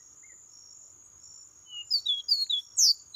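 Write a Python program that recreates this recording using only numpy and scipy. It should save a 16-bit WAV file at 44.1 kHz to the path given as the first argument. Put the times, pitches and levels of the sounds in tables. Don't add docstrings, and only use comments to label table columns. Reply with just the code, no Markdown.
import sys
import numpy as np
from scipy import signal
from scipy.fft import rfft, irfft
from scipy.io import wavfile
from scipy.ndimage import uniform_filter1d

SR = 44100
rng = np.random.default_rng(int(sys.argv[2]) if len(sys.argv) > 2 else 0)


def unload_audio(sound):
    columns = np.transpose(np.atleast_2d(sound))
    steps = np.round(np.clip(columns, -1, 1) * 32767)
    wavfile.write(sys.argv[1], SR, steps.astype(np.int16))


def attenuation_scalar(level_db):
    decades = np.asarray(level_db, float) / 20
    return 10 ** decades


N = 138915

# multiple, level in whistles/dB, level in the buzz/dB
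HARMONICS = [(2, -27.5, -26), (3, -42, -33.5), (4, -55.5, -34)]


def rms_one(x):
    return x / np.sqrt(np.mean(x ** 2) + 1e-20)


def band(x, low_hz, high_hz):
    return signal.sosfilt(signal.butter(2, [low_hz, high_hz], "band", fs=SR, output="sos"), x)


def in_time(rows):
    s, *columns = np.transpose(rows)
    t = np.arange(N) / SR
    gate = np.clip(np.minimum(t - s[0], s[-1] - t) / 0.004, 0, 1)
    return [np.interp(t, s, c) for c in columns] + [gate]


def drift(rate_hz):
    r = np.exp(-2 * np.pi * rate_hz / SR)
    noise = rng.standard_normal(N + SR)
    return rms_one(signal.lfilter([1], [1, -2 * r, r * r], noise)[SR:])


def coloured(spectrum, side_db=-25):
    hz, db = np.transpose(spectrum)
    f = np.arange(N // 2 + 1) * SR / N + 1e-3
    gain = attenuation_scalar(np.interp(np.log(f), np.log(hz), db, left=-90, right=-90))
    mid, side = irfft(rfft(rng.standard_normal((2, N))) * gain, N)
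    return rms_one(mid + attenuation_scalar(side_db) * side * np.array([[1], [-1]]))


def scattered(x, db, t60, rise_s=0.0063, count=2):
    sway_hz = 42
    t = np.arange(int(t60 * SR)) / SR
    envelope = attenuation_scalar(-60 * t / t60) * (1 - np.exp(-(t / rise_s) ** 2))
    out = 0
    for tail in rng.standard_normal((count, len(t))) * envelope:
        tail = tail / np.sqrt(count * np.sum(tail ** 2))
        out = out + drift(sway_hz) * signal.fftconvolve(x, tail)[:N]
    return attenuation_scalar(db) * out


def voice(hz, db, harmonics, sheen_db=0):
    # f/Hz, level/dB
    tint = [(5500, -14.5), (8000, -0.5), (9300, -11.5), (10300, -5.5), (12000, 3.5), (13700, 3.5),
            (15200, 10.5), (19000, -43)]
    tint_hz, tint_db = np.transpose(tint)
    phase = 2 * np.pi * np.cumsum(hz) / SR
    out = attenuation_scalar(db) * np.sin(phase)
    if harmonics:
        effort = uniform_filter1d(attenuation_scalar(db), size=700) * attenuation_scalar(sheen_db)
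        for k, level_db in harmonics:
            colour = attenuation_scalar(level_db + np.interp(k * hz, tint_hz, tint_db))
            below_nyquist = k * hz < .45 * SR
            out = out + effort * colour * np.sin(k * phase) * below_nyquist
    return np.sqrt(2) * out


def whistles():
    # t/s, f/Hz, level/dB
    low_notes = [
        [(1.645, 2995, -100.5), (1.651, 3010, -86.5), (1.695, 2998, -52), (1.771, 2865, -39.5),
         (1.813, 2853, -38), (1.823, 2835, -43), (1.83, 2680, -63.5)],
        [(2.053, 3739, -77), (2.064, 3870, -30.5), (2.071, 3860, -24.5), (2.08, 3640, -42),
         (2.093, 3477, -23.5), (2.119, 3383, -26), (2.161, 3309, -36), (2.201, 3341, -35), (2.216, 3090, -73.5)],
        [(2.493, 3730, -69), (2.501, 3920, -28), (2.511, 3836, -23), (2.519, 3740, -44.5), (2.523, 3582, -29),
         (2.539, 3450, -24), (2.561, 3364, -29), (2.599, 3383, -34), (2.61, 3500, -59)],
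    ]
    # t/s, f/Hz, level/dB
    high_notes = [
        [(1.904, 4850, -47), (1.913, 5143, -28.5), (1.927, 5016, -24.5), (1.932, 5010, -44), (1.941, 4696, -21),
         (1.959, 4524, -24), (1.983, 4410, -32), (1.995, 4440, -46)],
        [(2.281, 4760, -47), (2.296, 5070, -25), (2.305, 4840, -39.5), (2.318, 4742, -18), (2.332, 4490, -22.5),
         (2.36, 4344, -36), (2.422, 4299, -26), (2.436, 4286, -29), (2.448, 4270, -64)],
    ]
    # t/s, f/Hz, level/dB
    last_note = [(3.125, 4050, -76), (3.142, 4050, -56.5), (3.156, 3976, -27)]
    # 2nd/dB, 3rd/dB, 4th/dB
    sheens = [
        (-1, -0.5, -3),
        (-6, -2.5, -3),
        (-5, -3, 7),
        (-2, 3, 1),
        (1, 3.5, 2),
        (5.5, 2, 4),
    ]
    # t/s, starting f/Hz, level/dB
    breaks = [
        (1.989, 4300, -35.5),
        (2.441, 4330, -30.5),
        (2.8, 3400, -52),
        (2.206, 3100, -55),
        (1.823, 3000, -56),
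    ]
    break_s, break_drop = 0.0067, 0.13
    flutter_db, sheen_db = 0.89 * drift(91), 3.5 * drift(60)
    out = 0
    for rows, sheen in zip(low_notes + high_notes + [last_note], sheens):
        hz, swell, on = in_time([(s, f, attenuation_scalar(.75 * db)) for s, f, db in rows])
        db = 20 / .75 * np.log10(uniform_filter1d(swell, size=60))
        harmonics = [(k, level + extra) for (k, level, _), extra in zip(HARMONICS, sheen)]
        out = out + on * voice(uniform_filter1d(hz, size=100), db + flutter_db, harmonics, sheen_db)
    for s, hz, db in breaks:
        hz, db, on = in_time([(s, hz, db), (s + break_s, hz * (1 - break_drop), db - 9)])
        out = out + on * voice(hz, db, [])
    return out


def buzz():
    # t/s, f/Hz, level/dB
    sweep = [(2.757, 8750, -61.5), (2.773, 7930, -34), (2.786, 6830, -20.5), (2.81, 6384, -19),
             (2.847, 5553, -16), (2.884, 4898, -18.5), (2.912, 4590, -16.5), (2.917, 4550, -35),
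             (2.928, 4070, -46)]
    # delay/s, level/dB
    cage = [(.0009, -27), (.002, -21.5), (.0033, -6), (.0052, -12), (.0081, -15.5)]
    warble_hz, peak_s, ramp_s, depth_hz = 160.2, 2.2, 0.028, 520
    unevenness, trough_db, chop_db, hollow = 0.062, 3, 0.45, 0.33
    hz, db, on = in_time(sweep)
    t = np.arange(N) / SR
    edge_s = np.minimum(t - sweep[0][0] - .01, sweep[-1][0] - .01 - t)
    depth = np.clip(edge_s / ramp_s, 0, 1)
    turn = 2 * np.pi * warble_hz * (t - peak_s) + 0.05 * drift(27)
    swing = depth * (np.cos(turn) + 0.18 * np.cos(2 * turn) + unevenness * drift(200))
    level_db = db - 4.0 - trough_db * swing + chop_db * depth * drift(179)
    sheen_db = -12 * np.clip((sweep[2][0] + 0.024 - t) / 0.032, 0, 1) + 2.5 * drift(200)
    x = on * voice(hz + depth_hz * swing, level_db, [(k, level) for k, _, level in HARMONICS], sheen_db)
    x = x - hollow * band(x, 7830, 10500)
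    x = signal.sosfilt(signal.butter(6, 3700, "high", fs=SR, output="sos"), x)
    return x + sum(attenuation_scalar(g) * np.interp(t - lag, t, x) for lag, g in cage)


def bird_in_grass():
    bird = whistles() + buzz()
    treble = band(band(bird, 7900, 19000), 7900, 19000)
    sheen = scattered(treble, db=-5, t60=.12, count=1)
    near = scattered(bird, db=-17.5, t60=0.11, count=3)
    far = scattered(band(bird, 3600, 12000), db=-25.5, t60=0.3, rise_s=0.024, count=5)
    bird = bird + sheen + near + far
    side = scattered(bird, db=-24.5, t60=.03, count=1) * np.array([[1], [-1]])
    return bird + side


def cricket(phrases, hz, pulses_hz, duty, rise_s, start_drop_hz, arch_hz, rough, echo_db):
    t, out = np.arange(N) / SR, np.zeros(N)
    wobble, grain = drift(80), drift(180)
    for s, length, db in phrases:
        span = (t > s) & (t < s + length)
        u = t[span] - s
        stroke = np.clip(u * pulses_hz % 1 / duty, 0, 1)
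        young = np.clip(1 - u / rise_s, 0, 1)
        arch = arch_hz * (2 * stroke - 1) ** 4
        f = hz - start_drop_hz * young ** 2 - arch + 40 * rough * wobble[span]
        shape = np.sin(np.pi * stroke) ** 0.55 * np.clip((length - u) / 0.0029, 0, 1)
        out[span] += shape * voice(f, db - 30 * young + 4 * rough * grain[span], [])
    return out + scattered(out, db=echo_db, t60=.2)


def crickets():
    # t/s, length/s, level/dB
    near = [
        (.465, 0.27, -51),
        (1.168, 0.27, -51),
        (1.842, 0.25, -51.5),
        (2.528, 0.37, -51.5),
    ]
    soft = [
        (-.02, 0.16, -61.5),
        (.747, .17, -64),
        (1.455, 0.21, -65.5),
        (2.11, 0.18, -61.5),
    ]
    upper = [
        (.166, 0.28, -52.5),
        (.699, 0.24, -52),
        (1.228, 0.25, -51),
        (1.74, 0.27, -51.5),
        (2.29, .25, -51.5),
        (2.8, 0.24, -52),
    ]
    upper_soft = [
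        (-.1, .25, -59),
        (.44, 0.23, -59),
        (.965, 0.079, -64),
        (1.485, 0.069, -59.5),
        (2.03, 0.12, -71),
        (2.56, 0.11, -76),
    ]
    lower = [
        (-.05, 0.19, -55),
        (.17, 0.13, -59),
        (.44, 0.59, -56),
        (.74, 0.11, -65),
        (.97, 0.31, -56),
        (1.55, 0.25, -56.5),
        (2.17, 0.31, -55),
        (2.7, 0.13, -57),
        (2.9, 0.23, -57),
    ]
    # f/Hz, level/dB per Hz
    chorus = [(3470, -75.5), (5900, -28.5), (6000, -21), (6240, -19), (6440, -10), (6860, -5),
              (7360, -18.5), (7490, -24), (7900, -30), (10300, -57), (17400, -120)]
    t = np.arange(N) / SR
    throb = attenuation_scalar(4.5 * np.sin(2 * np.pi * 51.0 * t + .5 * drift(2.7)) + 1.1 * drift(5.2))
    insects = attenuation_scalar(-60) * throb * coloured(chorus)
    insects = insects + cricket(near, 5574, 58.1, duty=.62, rise_s=0.072, start_drop_hz=424,
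                                arch_hz=58.0, rough=0.1, echo_db=-11)
    insects = insects + cricket(soft, 5600, 54.0, duty=0.45, rise_s=.012, start_drop_hz=30.5,
                                arch_hz=59.4, rough=0.41, echo_db=-5)
    insects = insects + cricket(upper, 7095, 46.8, duty=0.98, rise_s=0.0054, start_drop_hz=29.25,
                                arch_hz=400, rough=0.49, echo_db=-8.0)
    insects = insects + cricket(upper_soft, 7070, 47.5, duty=0.4, rise_s=0.0043, start_drop_hz=31.8,
                                arch_hz=292, rough=0.21, echo_db=1)
    insects = insects + cricket(lower, 6680, 45.9, duty=0.86, rise_s=0.004, start_drop_hz=29.14,
                                arch_hz=249, rough=.35, echo_db=-2.0)
    return signal.sosfilt(signal.butter(8, 7950, fs=SR, output="sos"), insects)


def perch_ticks():
    # t/s, peak level/dB, low f/Hz, high f/Hz
    cracks = [
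        (2.466, -46, 900, 6900),
        (2.525, -38.5, 400, 2400),
        (2.531, -53.5, 400, 2420),
        (2.527, -58, 8970, 15200),
        (2.546, -67.5, 7900, 15500),
        (2.986, -56, 9000, 15100),
    ]
    length, decay = 300, 57.0
    out = np.zeros(N + length)
    for s, db, low, high in cracks:
        i = int(s * SR)
        crack = rng.standard_normal(length) * np.exp(-np.arange(length) / decay)
        out[i:i + length] += attenuation_scalar(db) * band(crack, low, high)
    return out[:N]


def rustles():
    # t/s, half length/s, level/dB, low f/Hz, high f/Hz
    swells = [(0.331, .007, -65, 360, 520), (0.357, 0.012, -65, 240, 352), (0.856, 0.051, -74.5, 526, 710),
              (0.977, 0.027, -72.5, 280, 350), (1.064, .015, -71.5, 7540, 9000),
              (1.756, 0.033, -68.5, 1100, 1387), (2.18, 0.0042, -55.5, 3760, 4200),
              (2.203, .008, -52.5, 3760, 4100), (2.186, .035, -71.5, 4200, 15000),
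              (2.296, .012, -69, 980, 1310), (2.599, 0.015, -61, 1520, 12070),
              (2.629, 0.032, -72.5, 7900, 15500), (3.134, 0.038, -71.5, 8030, 9200)]
    t, noise, out = np.arange(N) / SR, rng.standard_normal(N), np.zeros(N)
    for s, half, db, low, high in swells:
        swell = np.exp(-((t - s) / half) ** 2)
        out += attenuation_scalar(db) * swell * rms_one(band(noise, low, high))
    return out


def far_birds():
    # t/s, f/Hz, level/dB
    call = [(0.205, 1246, -77), (0.223, 1527, -82), (0.235, 2052, -59), (0.249, 2126, -54.5),
            (0.279, 2225, -71), (0.299, 2052, -56), (0.327, 1875, -65), (0.34, 1620, -84)]
    tail = [(0, 1920, -64), (.04, 1936, -87), (.07, 1990, -78)]
    high_chirp = [(1.03, 7430, -74), (1.055, 7800, -64), (1.066, 9050, -87), (1.07, 10000, -87)]
    low_chirp = [(1.108, 4650, -88), (1.122, 5040, -77), (1.13, 5100, -84)]
    out = 0
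    for rows in (call, tail, high_chirp, low_chirp):
        hz, db, on = in_time(rows)
        out = out + on * voice(hz, db, [])
    out = out + scattered(out, db=-8, t60=0.25, count=4)
    return out * attenuation_scalar([[1.5], [-1.5]])


def air():
    # f/Hz, level/dB per Hz
    wind = [(15, -47.5), (30, -15), (90, 1), (220, -12.5), (306, -8), (711, -16.5), (1240, -9.5),
            (1730, -21), (5000, -27), (6500, -54), (11000, -120)]
    hiss = [(4820, -26), (8200, -7.5), (10000, -6.5), (13700, -4.5), (15800, -5)]
    return attenuation_scalar(-69.5 + 1.2 * drift(5)) * coloured(wind) + attenuation_scalar(-79.5) * coloured(hiss, side_db=-7)


def scene():
    return bird_in_grass() + crickets() + perch_ticks() + rustles() + far_birds() + air()


def band_limit(x):
    return signal.sosfilt(signal.butter(12, 15940, fs=SR, output="sos"), x)


def record(dry):
    mix = signal.sosfilt(signal.cheby2(10, 50, 16300, fs=SR, output="sos"), dry)
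    return band_limit(mix)


dry = scene()
out = record(dry)
unload_audio(out)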